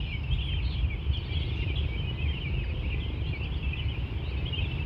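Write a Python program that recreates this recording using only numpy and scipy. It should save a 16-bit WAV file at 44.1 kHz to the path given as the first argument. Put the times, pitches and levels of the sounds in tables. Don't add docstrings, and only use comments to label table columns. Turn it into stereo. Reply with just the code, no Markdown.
import sys
import numpy as np
from scipy import signal
from scipy.fft import rfft, irfft, next_fast_len
from scipy.io import wavfile
from scipy.ndimage import uniform_filter1d, map_coordinates

SR = 44100
rng = np.random.default_rng(int(sys.argv[2]) if len(sys.argv) > 2 else 0)


def unload_audio(sound):
    columns = np.transpose(np.atleast_2d(sound))
    steps = np.round(np.clip(columns, -1, 1) * 32767)
    wavfile.write(sys.argv[1], SR, steps.astype(np.int16))


N = 214279
PORT_LAG = 0.0004245


def amp(db):
    return 10 ** (np.asarray(db) / 20)


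def unit(x):
    return x / np.sqrt(np.mean(x ** 2) + 1e-20)


def along(points, hz):
    f, v = np.transpose(points)
    return np.interp(np.log(hz + 1), np.log(f + 1), v)


def curve(rows):
    return np.interp(np.arange(N) / SR, *np.transpose(rows))


def wobble(rate, size):
    knots = rng.standard_normal(int(size * rate / SR) + 4)
    return map_coordinates(knots, [np.arange(size) * rate / SR])


def filtered(x, response):
    m = next_fast_len(N + SR // 2)
    return irfft(rfft(x, m) * response(np.fft.rfftfreq(m, 1 / SR)), m)[..., :N]


def add(track, s, sound):
    start = max(round(s * SR), 0)
    part = track[:, start:start + sound.shape[1]]
    part += sound[:, :part.shape[1]]


def rush(spectrum, alike, pan_db=0):
    def mid_side_gains(hz):
        turn = np.arccos(np.clip(along(alike, hz), -1, 1)) / 2
        return amp(along(spectrum, hz)) * [np.cos(turn), np.sin(turn)]

    mid, side = filtered(rng.standard_normal((2, N)), mid_side_gains)
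    right = filtered(mid - side, lambda hz: np.exp(-2j * np.pi * hz * PORT_LAG))
    return unit(np.array([amp(pan_db) * (mid + side), right]))


# t/s, level/dB (before gain and colour)
TICK_TIMES = [(0.2348, -70), (1.1742, -65), (3.446, -72)]
# f/Hz, gain/dB
TICK_COLOUR = [(800, -36), (2500, -5), (5000, 19), (7500, -8), (13000, -23)]


def ticks(t60=0.035, gain_db=9):
    track, t = np.zeros((2, N)), np.arange(SR // 20) / SR
    for s, db in TICK_TIMES:
        decay = amp(db + gain_db - 60 * t / t60)
        add(track, s - .002, decay * rng.standard_normal((2, len(t))))
    return filtered(track, lambda hz: amp(along(TICK_COLOUR, hz)))


# t/s, length/s, f/Hz, level/dB
HORN_TOOT = (2.67, .25, 511, -53)


def horn(overtone_db=-12):
    s, length, hz, db = HORN_TOOT
    t = np.arange(N) / SR
    gate = np.sqrt(np.abs(np.sin(np.pi * np.clip((t - s) / length, 0, 1))))
    phase = 2 * np.pi * np.cumsum(hz + 2.1 * wobble(30, N)) / SR
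    return amp(db) * gate * unit(np.sin(phase) + amp(overtone_db) * np.sin(2 * phase))


# t/s, firing rate f/Hz, level/dB (before trim)
BIKE_RIDE = [(0, 23, -73), (1, 25.6, -51), (1.4, 27, -45), (1.898, 27, -44), (2.303, 25.8, -48),
             (2.749, 24.5, -45.5), (3.303, 26, -44), (3.699, 26.7, -52.5), (4.203, 26.6, -45),
             (4.86, 25.7, -47)]
# f/Hz, relative level/dB
EXHAUST_COLOUR = [(110, -29.5), (200, -2), (300, 6), (420, 2.5), (520, -4.5), (680, -9.5), (1200, -48.5),
                  (3000, -120)]


def motorbike(db=-1.9, pop_t60=0.044, scatter_db=0.8, pan_db=-7.5, thump_db=6):
    s, rate, level_db = np.transpose(BIKE_RIDE)
    turns = np.cumsum(curve(np.column_stack([s, rate]))) / SR
    since_firing = turns % 1 / np.mean(rate)
    size_db = scatter_db * rng.standard_normal(int(turns[-1]) + 1)[turns.astype(int)]
    puffs = unit(amp(-60 * since_firing / pop_t60) * rng.standard_normal(N))
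    thumps = unit(np.diff(np.floor(turns), prepend=0))

    def exhaust_at_ports(hz):
        ports = np.array([amp(pan_db) * np.ones_like(hz), np.exp(-2j * np.pi * hz * PORT_LAG)])
        return amp(along(EXHAUST_COLOUR, hz)) * ports

    pops = filtered(amp(size_db) * (puffs + amp(thump_db) * thumps), exhaust_at_ports)
    return amp(db + curve(np.column_stack([s, level_db]))) * unit(pops)


# t/s, level/dB (before trim)
VALLEY_FADER = [(0, -47.5), (1, -47), (1.8, -45.5), (2.8, -46.5), (4.86, -44.5)]
# f/Hz, relative level/dB
VALLEY_COLOUR = [(100, -11), (220, 0), (310, 2), (400, -2), (580, -9), (950, -6), (1500, -14), (2200, -17),
                 (3500, -24.5), (5000, -32.5), (6500, -45), (9500, -50), (13000, -44)]
# f/Hz, left-right likeness (1 = same)
VALLEY_WIDTH = [(300, 0.52), (600, 0.6), (900, 0.3), (1500, 0.49), (4000, 0.56)]


def valley(db=1.5):
    return amp(db + curve(VALLEY_FADER)) * rush(VALLEY_COLOUR, VALLEY_WIDTH)


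# f/Hz, relative level/dB
RUMBLE_COLOUR = [(20, -39), (31, -20.5), (40, -9), (52, -2.5), (70, 2.5), (100, -6), (135, -6.5),
                 (175, -15.5), (230, -30.5), (400, -78), (1500, -120)]
# f/Hz, left-right likeness (1 = same)
RUMBLE_WIDTH = [(50, 0.7), (110, 0.27), (250, 1)]
# t/s, rise in level/dB
RUMBLE_SWELLS = [(0.331, 7.5), (0.57, 4.5), (0.85, 3.5), (1.37, 5.5), (1.85, 4.5), (2.25, 9), (2.499, 6),
                 (2.571, 6.5), (3.3, 2.5), (3.871, 3), (4.63, 5.5)]


def rumble(level_db=-29.5, swell_s=0.025, evenness=0.11, waver_db=-0.51):
    drone = rush(RUMBLE_COLOUR, RUMBLE_WIDTH, pan_db=-0.6)
    power = np.abs(uniform_filter1d(np.mean(drone ** 2, axis=0), SR // 16)) + 1e-6
    t = np.arange(N) / SR
    swell_db = sum(rise_db * np.exp(-((t - s) / swell_s) ** 2) for s, rise_db in RUMBLE_SWELLS)
    level = amp(level_db + swell_db + waver_db * wobble(22.12, N))
    return level * unit(drone / power ** (evenness / 2))


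def syllable(length, glide_hz, pan_db, bearing, trill_hz=0, trill_rate=0, edge=0.00662, waver_hz=10,
             flutter_db=1.43, dip_db=7, overtone_db=-46):
    t = np.arange(int((max(length, .01) + edge) * SR)) / SR
    u = np.clip((t - edge / 2) / length, 0, 1)
    glide = np.polyval(np.polyfit([0, .5, 1], glide_hz, 2), u)
    arch = np.abs(np.sin(np.pi * trill_rate * (t - edge / 2))) - 2 / np.pi
    trilling = np.clip(trill_hz / 300, 0, 1)
    knots = rng.standard_normal((2, 64))
    waver, flutter = [map_coordinates(k, [t * 200], mode="mirror") for k in knots]
    pitch = glide + trill_hz * arch + waver_hz * (1 + 1.86 * trilling) * waver
    lag = np.array([[0], [PORT_LAG * np.sin(np.radians(bearing))]])
    phase = 2 * np.pi * (np.cumsum(pitch) / SR - pitch * lag)
    gate = np.sin(np.pi / 2 * np.clip(np.minimum(t, t[-1] - t) / edge, 0, 1)) ** 2
    swell = 1.0 + 0.2 * np.sin(np.pi * u)
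    loudness = unit(gate * swell * amp(flutter_db * flutter + dip_db * trilling * arch))
    ports = unit(amp([[pan_db / 2], [-pan_db / 2]]))
    return ports * loudness * (np.sin(phase) + amp(overtone_db) * np.sin(2 * phase))


def notes(rows, first, last, trill_hz=0, trill_rate=0, db=0, waver_hz=20, lead=0.00199,
          usual_s=0.042, stretch=.35):
    song = np.zeros((2, N))
    octaves = np.array([first, 0, last]) / 12
    for s, length, hz, level_db, pan_db, bearing in rows:
        glide_hz = hz * 2 ** (octaves * (length / usual_s) ** stretch)
        note = syllable(length, glide_hz, pan_db, bearing, trill_hz, trill_rate, waver_hz=waver_hz)
        add(song, s - lead, amp(db + level_db) * note)
    return song


def perched(rows, pan_db, bearing):
    return [(*row, pan_db, bearing) for row in rows]


# f/Hz, relative level/dB
TWITTER_COLOUR = [(1000, -65.5), (1600, -32.5), (1950, -10.5), (2300, -11), (2800, -9.5), (3250, -5),
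                  (3700, -5.5), (4400, -20.5), (5200, -20.5), (6200, -47.5), (9000, -89.5)]


def haze(level_db=-11, swing_db=2.7):
    level = amp(level_db + swing_db * wobble(8.0, N))
    return level * rush(TWITTER_COLOUR, [(3000, 0.066)], pan_db=12.0)


def far_birds(count=800, low_hz=2250, high_hz=3150, slide=0.0626, length=0.035, trill_hz=150,
              trill_rate=58, scatter_db=1.2):
    song = np.zeros((2, N))
    times = (np.arange(count) + rng.random(count)) / count * N / SR
    pitches = low_hz * (high_hz / low_hz) ** rng.random(count)
    variations = rng.standard_normal((count, 8))
    for s, hz, (slope, bend, span, depth, speed, size, side, turn) in zip(times, pitches, variations):
        fall = np.exp(slide * (slope + .5))
        glide_hz = hz * fall, hz * np.exp(0.0329 * bend), hz / fall
        trill = trill_hz * abs(depth), trill_rate * np.exp(0.23 * speed)
        note = syllable(length * np.exp(0.22 * span), glide_hz, 2 + 4 * side, 35 * turn, *trill)
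        add(song, s - length / 2, amp(scatter_db * size) * note)
    return unit(filtered(song, lambda hz: amp(along(TWITTER_COLOUR, hz) / 2)))


# f/Hz, t60/s
TREE_DECAY = [(1000, 0.34), (3000, 0.25), (9000, 0.22)]


def tree_line(x, delay=0.0083):
    hz, t, z = signal.stft(rng.standard_normal((2, SR * 3 // 4)), SR, nperseg=256)
    decay = amp(-60 * t / along(TREE_DECAY, hz)[:, None])
    build_up = 1 - np.exp(-t / delay)
    tail = signal.istft(z * decay * build_up, SR, nperseg=256)[1]
    return signal.fftconvolve(x, tail / np.linalg.norm(tail[0]), axes=1)[:, :N]


# t/s, length/s, f/Hz, level/dB (before trim)
SQUEAK_NOTES = [(0.313, 0.027, 9800, -70), (0.328, .026, 7100, -70), (0.438, 0.053, 9400, -67),
                (1.41, 0.035, 10160, -71), (1.555, 0.034, 6150, -68.5), (1.772, 0.016, 7322, -73),
                (2.225, 0.031, 9600, -74), (2.328, 0.033, 9100, -76), (4.29, 0.022, 8900, -80)]


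def squeaks():
    return notes(perched(SQUEAK_NOTES, pan_db=0.0, bearing=4.9), first=0.38, last=-0.45,
                 trill_hz=420, trill_rate=62, db=-1.0)


# t/s, length/s, f/Hz, level/dB (before trim)
THIN_TRILL_NOTES = [(0.054, 0.062, 4100, -59), (0.0026, .29, 5080, -69.5)]


def thin_trills():
    return notes(perched(THIN_TRILL_NOTES, pan_db=13.0, bearing=5.4), first=0.035, last=0.073,
                 trill_hz=220, trill_rate=64, db=1.5)


# t/s, length/s, f/Hz, level/dB (before trim)
RASP_NOTES = [(0.622, 0.023, 4150, -58), (0.641, 0.11, 4190, -49.5), (0.648, 0.025, 3710, -47.5)]


def rasps():
    return notes(perched(RASP_NOTES, pan_db=5.5, bearing=0.81), first=.15, last=-0.079,
                 trill_hz=330, trill_rate=215, db=-0.5, waver_hz=22)


# t/s, length/s, f/Hz, level/dB (before trim)
BUZZ_NOTES = [(1.228, 0.024, 3800, -55.5), (1.322, 0.027, 3950, -56), (1.446, 0.016, 3830, -51),
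              (1.605, 0.025, 3660, -53), (2.125, 0.048, 3700, -60.5), (3.125, 0.07, 3770, -59.5),
              (3.262, 0.037, 4050, -57), (3.345, 0.032, 4280, -58), (3.428, 0.024, 4610, -58.5),
              (3.565, 0.02, 4540, -60), (3.835, 0.031, 4150, -63), (4.238, 0.061, 3780, -53),
              (4.272, 0.046, 4340, -59), (4.368, 0.022, 3550, -52.5), (4.372, 0.02, 4400, -60)]


def buzzes():
    return notes(perched(BUZZ_NOTES, pan_db=6.0, bearing=7.4), first=-1.0, last=0.6,
                 trill_hz=340, trill_rate=215, db=2.0, waver_hz=30)


# t/s, f/Hz, level/dB (before scatter and trim)
CHIP_RUNS = [(1.125, 4300, -57), (1.186, 4430, -57.5), (1.252, 4450, -55), (1.321, 4500, -56),
             (1.393, 4440, -55), (1.464, 4400, -57), (2.636, 4780, -59.5), (2.684, 4600, -63)]


def chipper(length=0.025, scatter_db=-0.5):
    rows = [(s, length, hz, db + scatter_db * rng.standard_normal()) for s, hz, db in CHIP_RUNS]
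    return notes(perched(rows, pan_db=4.5, bearing=-6.0), first=0.72, last=-1.5, db=1.0, waver_hz=24)


# t/s, length/s, f/Hz
WHISTLE_NOTES = [(1.32, 0.28, 2137), (2.081, 0.3, 2075), (2.641, 0.086, 2136), (2.918, 0.25, 2070),
                 (3.722, .22, 2060), (4.406, 0.12, 2110)]


def long_whistles(level_db=-55):
    rows = [(*row, level_db) for row in WHISTLE_NOTES]
    return notes(perched(rows, pan_db=2.5, bearing=1.5), first=-0.42, last=0.39)


# t/s, length/s, f/Hz, level/dB (before trim), left-right/dB
SLUR_NOTES = [(0.116, 0.047, 2276, -34.5, -0.5), (0.899, 0.046, 2272, -36, 0),
              (1.675, 0.05, 2388, -37, 3.5), (2.444, 0.041, 2327, -34, 5.5),
              (2.922, 0.027, 2350, -35.5, 6.5), (3.327, 0.043, 2330, -35, 5.5)]


def slurs(bearing=-6.5):
    rows = [(*row, bearing) for row in SLUR_NOTES]
    return notes(rows, first=1.2, last=-0.5, db=-2.0)


# t/s, length/s, f/Hz, level/dB (before trim), left-right/dB, bearing/degrees to the left
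PEEP_NOTES = [(0.002, 0.0061, 2870, -38.5, 3, 10), (0.236, 0.012, 2720, -43, -1, -2.5),
              (0.275, 0.066, 2640, -47.5, -3, -3), (0.388, 0.046, 3100, -40.5, 2.5, 19),
              (0.517, 0.042, 3124, -36.5, 1, 11), (1.29, 0.048, 2355, -43.5, 11, 14),
              (1.56, 0.083, 2780, -43.5, 6.5, -9), (1.865, 0.039, 3190, -53, 3, 12.5),
              (1.885, 0.086, 2290, -45, 7.5, -13.5), (2.175, 0.032, 2515, -44.5, 1, 0),
              (3.822, 0.021, 2360, -48, 4, 9), (2.28, 0.04, 3167, -40, 0.5, 8),
              (3.625, 0.037, 2646, -39.5, 8, 20.5), (3.675, 0.14, 2686, -42.5, 10, 19),
              (3.73, 0.011, 2505, -34.5, 5.5, 9), (3.792, 0.017, 2975, -45.5, 18, 13),
              (3.88, 0.02, 2954, -38, 5.5, 16), (4.365, 0.047, 2583, -45.5, 0, -0.5),
              (4.477, 0.017, 3260, -41, 1, 6.5), (4.635, 0.11, 2683, -40, 4, 19.5),
              (3.25, 0.09, 2800, -49, 4, 5), (4.06, 0.076, 2790, -55, 1, 10),
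              (4.71, 0.0085, 2980, -40, 2, 13), (4.79, 0.024, 2634, -37.5, 4, 15)]


def peeps():
    return notes(PEEP_NOTES, first=-0.14, last=-0.11, db=2.5, waver_hz=5.6)


# t/s, length/s, first f/Hz, middle f/Hz, last f/Hz,
# level/dB (before trim), left-right/dB, bearing/degrees to the left
GLIDE_NOTES = [(0.039, 0.032, 3490, 3120, 2610, -46, 4, 13),
               (0.072, 0.031, 2480, 2400, 2460, -46.5, 3, -3.5),
               (0.087, .018, 3570, 3280, 3050, -46, 3, 21.5),
               (0.089, 0.035, 2720, 2600, 2400, -46, 0.5, -9), (0.104, 0.029, 2834, 2750, 2950, -44, 2, 5),
               (0.136, 0.043, 3250, 2980, 3090, -46, -3, 9), (.307, 0.034, 3060, 3230, 3290, -39, 6.5, -4),
               (.485, 0.051, 3200, 2810, 2450, -42, 6, -6), (0.525, 0.013, 2610, 2200, 1650, -50, 2.5, -3),
               (0.826, 0.041, 3080, 2530, 2460, -46, 2, -11),
               (1.003, 0.029, 3470, 3400, 3310, -53.5, 5.5, 10),
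               (1.018, 0.035, 3000, 2720, 2450, -64, -1, 0), (1.112, 0.033, 3100, 2960, 2710, -47.5, -5, 4),
               (1.235, .016, 3100, 3490, 3640, -43.5, 4, -17),
               (1.277, 0.025, 1910, 1930, 2440, -51.5, 4, 26),
               (1.488, 0.027, 3450, 3300, 2860, -44.5, 7, -9.5),
               (1.524, 0.031, 3620, 3470, 3130, -47, 6, -7.5), (1.61, .04, 3170, 2960, 2790, -46, 12, -11),
               (1.611, 0.033, 2894, 2530, 2500, -45.5, 0, 15), (1.622, .017, 2220, 2140, 2070, -46, 2, -4),
               (1.753, 0.024, 3620, 3930, 3520, -49, 7, 11),
               (1.835, 0.02, 2767, 2550, 2490, -44.5, 11, -10),
               (1.933, 0.032, 2360, 2385, 2720, -42.5, 7.5, -14),
               (1.979, 0.035, 3120, 3073, 3004, -38, 2, 13.5),
               (2.025, 0.078, 2430, 2520, 2480, -47.5, 0.5, -3.5),
               (2.07, 0.042, 2990, 2930, 2950, -39, -1, 10), (2.184, .063, 2870, 3155, 3080, -44, 5, 13),
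               (2.213, 0.065, 2655, 2510, 2200, -42.5, -0.5, -2),
               (2.288, 0.032, 2110, 2000, 1870, -50.5, 5, -20),
               (2.482, 0.026, 4180, 4070, 3390, -61, 13, -9),
               (2.486, 0.021, 2695, 2650, 2310, -44, 19.5, -29),
               (2.519, 0.037, 2490, 2800, 2920, -41, 8, -28),
               (2.55, 0.074, 2770, 2607, 2500, -39.5, 5, -18),
               (2.627, 0.021, 2240, 1895, 1530, -49.5, 5, -12),
               (2.675, 0.039, 2616, 2560, 2370, -47, 0, -2), (2.796, 0.072, 2880, 2830, 2710, -46.5, 3, 20),
               (2.832, 0.044, 2187, 2420, 2906, -44, 5, -6), (3.211, 0.018, 3700, 3070, 2740, -48.5, 1, 13),
               (3.396, 0.028, 2570, 2750, 2620, -45.5, -1.5, 4.5),
               (3.419, 0.029, 2546, 2780, 3160, -41, 0, 8.5),
               (3.445, 0.028, 3000, 2624, 2300, -44.5, -2.5, -1.5),
               (3.556, 0.039, 2695, 2910, 2860, -48, 13, 23),
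               (3.766, 0.026, 3520, 3220, 2880, -39.5, 2, 15), (3.793, 0.016, 2960, 3030, 2680, -36, 9, 11),
               (3.894, 0.036, 3374, 3060, 2850, -43, 6, 11), (3.943, 0.015, 2620, 2440, 2480, -43, 5, 10),
               (4.297, 0.043, 3035, 2570, 2256, -49, -1, 4), (4.454, 0.018, 2930, 3015, 3480, -38, 0, 8.5),
               (4.513, 0.016, 3870, 3600, 3000, -56, 4, 9.5),
               (4.527, 0.022, 2945, 2830, 2830, -34, -2.5, 6),
               (4.544, 0.027, 2850, 3100, 3050, -37.5, 0, 12.5),
               (4.572, 0.027, 3194, 3150, 2900, -34.5, 2.5, 11),
               (4.581, 0.038, 2663, 2540, 2970, -39, 0, -5), (4.611, 0.043, 2870, 2680, 2230, -43, 1, 7),
               (4.623, 0.01, 3380, 3430, 3660, -42.5, 3.5, -16.5),
               (4.649, 0.019, 3536, 3410, 3230, -39, 5, -14.5),
               (4.77, 0.024, 2640, 2380, 1960, -46.5, 18, 30)]


def glides(trim_db=2.5, rough_hz=15, rough_rate=50, lead=0.001989):
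    song = np.zeros((2, N))
    for s, length, *glide_hz, db, pan_db, bearing in GLIDE_NOTES:
        note = syllable(length, glide_hz, pan_db, bearing, rough_hz, rough_rate)
        add(song, s - lead, amp(db + trim_db) * note)
    return song


# t/s, length/s, first f/Hz, middle f/Hz, last f/Hz, level/dB (before trim),
# left-right/dB, bearing/degrees to the left, trill depth f/Hz, arch rate f/Hz
TRILL_NOTES = [(0.001, 0.055, 3240, 3050, 2880, -37, 1, 18.5, 220, 32.8),
               (0.326, 0.051, 3420, 3620, 3330, -48, 0, -9, 380, 65),
               (0.382, 0.043, 2820, 3006, 2710, -39.5, 0, 1, 480, 33),
               (0.406, 0.11, 3420, 3250, 3130, -39.5, 6, -8.5, 260, 50),
               (0.534, 0.048, 3285, 3410, 3000, -52.5, 3, 5, 382, 57),
               (0.569, 0.04, 3030, 2755, 2400, -41.5, -2.5, 4.5, 500, 57),
               (0.696, 0.074, 3820, 3360, 2990, -38, 2.5, 14.5, 398, 65),
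               (0.778, 0.04, 3330, 3320, 3100, -46, 7, -3, 120, 45),
               (0.916, 0.038, 3390, 3350, 3400, -48.5, 3, 14.5, 120, 49),
               (1.133, 0.053, 3490, 3177, 2990, -38, 2, 3, 300, 66),
               (1.307, 0.043, 3190, 3175, 2840, -39, 7, 12, 290, 32),
               (1.349, 0.034, 3310, 3276, 3260, -37, 9, -5.5, 261, 64),
               (1.385, 0.053, 3800, 3475, 3120, -39, 3, 17.5, 480, 46),
               (1.389, 0.052, 3080, 3150, 3370, -42, 1, -1, 200, 74),
               (1.681, 0.032, 3110, 3085, 3110, -43.5, 2, 9, 120, 35),
               (1.755, 0.039, 3380, 3220, 2920, -37.5, 1, 7, 398, 62),
               (1.78, 0.032, 3334, 3280, 3100, -36.5, 0, 13, 220, 60),
               (2.33, 0.057, 2955, 2834, 2520, -37.5, 17, -25, 220, 35),
               (2.404, 0.04, 3190, 2970, 2880, -41.5, 1.5, 2, 169, 58),
               (2.898, 0.051, 2746, 2626, 2470, -39.5, 0, 2, 488, 47),
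               (2.999, 0.059, 3415, 3177, 2965, -38, 10.5, 22, 279, 54),
               (3.236, 0.061, 3050, 3186, 3390, -39.5, 4.5, 17, 300, 42),
               (3.443, 0.036, 3086, 3250, 3150, -43.5, 4, 13, 380, 57),
               (3.516, 0.031, 3060, 3310, 3530, -45, 1.5, 7, 382, 52),
               (3.62, 0.035, 3270, 3330, 3370, -42.5, 6.5, -18.5, 290, 37),
               (4.545, 0.021, 3480, 3620, 3470, -52, 1, 9, 300, 65),
               (4.599, 0.06, 3500, 3700, 3500, -55, 3, -2.5, 380, 31)]


def trills(trim_db=1.0, lead=0.001989):
    song = np.zeros((2, N))
    for s, length, *glide_hz, db, pan_db, bearing, depth_hz, rate in TRILL_NOTES:
        note = syllable(length, glide_hz, pan_db, bearing, depth_hz, rate, dip_db=0)
        add(song, s - lead, amp(db + trim_db) * note)
    return song


# t/s, level/dB (scales crowd and haze together)
FAR_FADER = [(0.0, -41), (0.16, -49), (0.49, -45), (1.01, -48.5), (1.18, -47.5), (1.56, -45), (2.08, -49.5),
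             (2.42, -46.5), (2.69, -47), (3.27, -48.5), (3.42, -48), (3.84, -46.5), (4.02, -47),
             (4.38, -48), (4.57, -47.5), (4.86, -46)]


def chorus(high_db=-0.2, high_echo_db=-6, echo_db=-8.5, far_db=0.67, far_echo_db=-6.0):
    near = peeps() + glides() + trills() + slurs() + long_whistles()
    far = far_birds()
    high = chipper() + buzzes() + rasps() + thin_trills() + squeaks()
    high = amp(high_db) * high
    high = high + amp(high_echo_db) * tree_line(high / amp(high_db))
    crowd = amp(far_db) * unit(far + amp(far_echo_db) * tree_line(far))
    distant = amp(curve(FAR_FADER)) * (crowd + haze())
    return near + amp(echo_db) * tree_line(near) + high + distant


def scene():
    return ticks() + horn() + motorbike() + valley() + rumble() + chorus()


def record(dry, top_hz=13800):
    ease = signal.windows.tukey(N, .001)
    return filtered(dry * ease, lambda hz: hz < top_hz)


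dry = scene()
out = record(dry)
unload_audio(out)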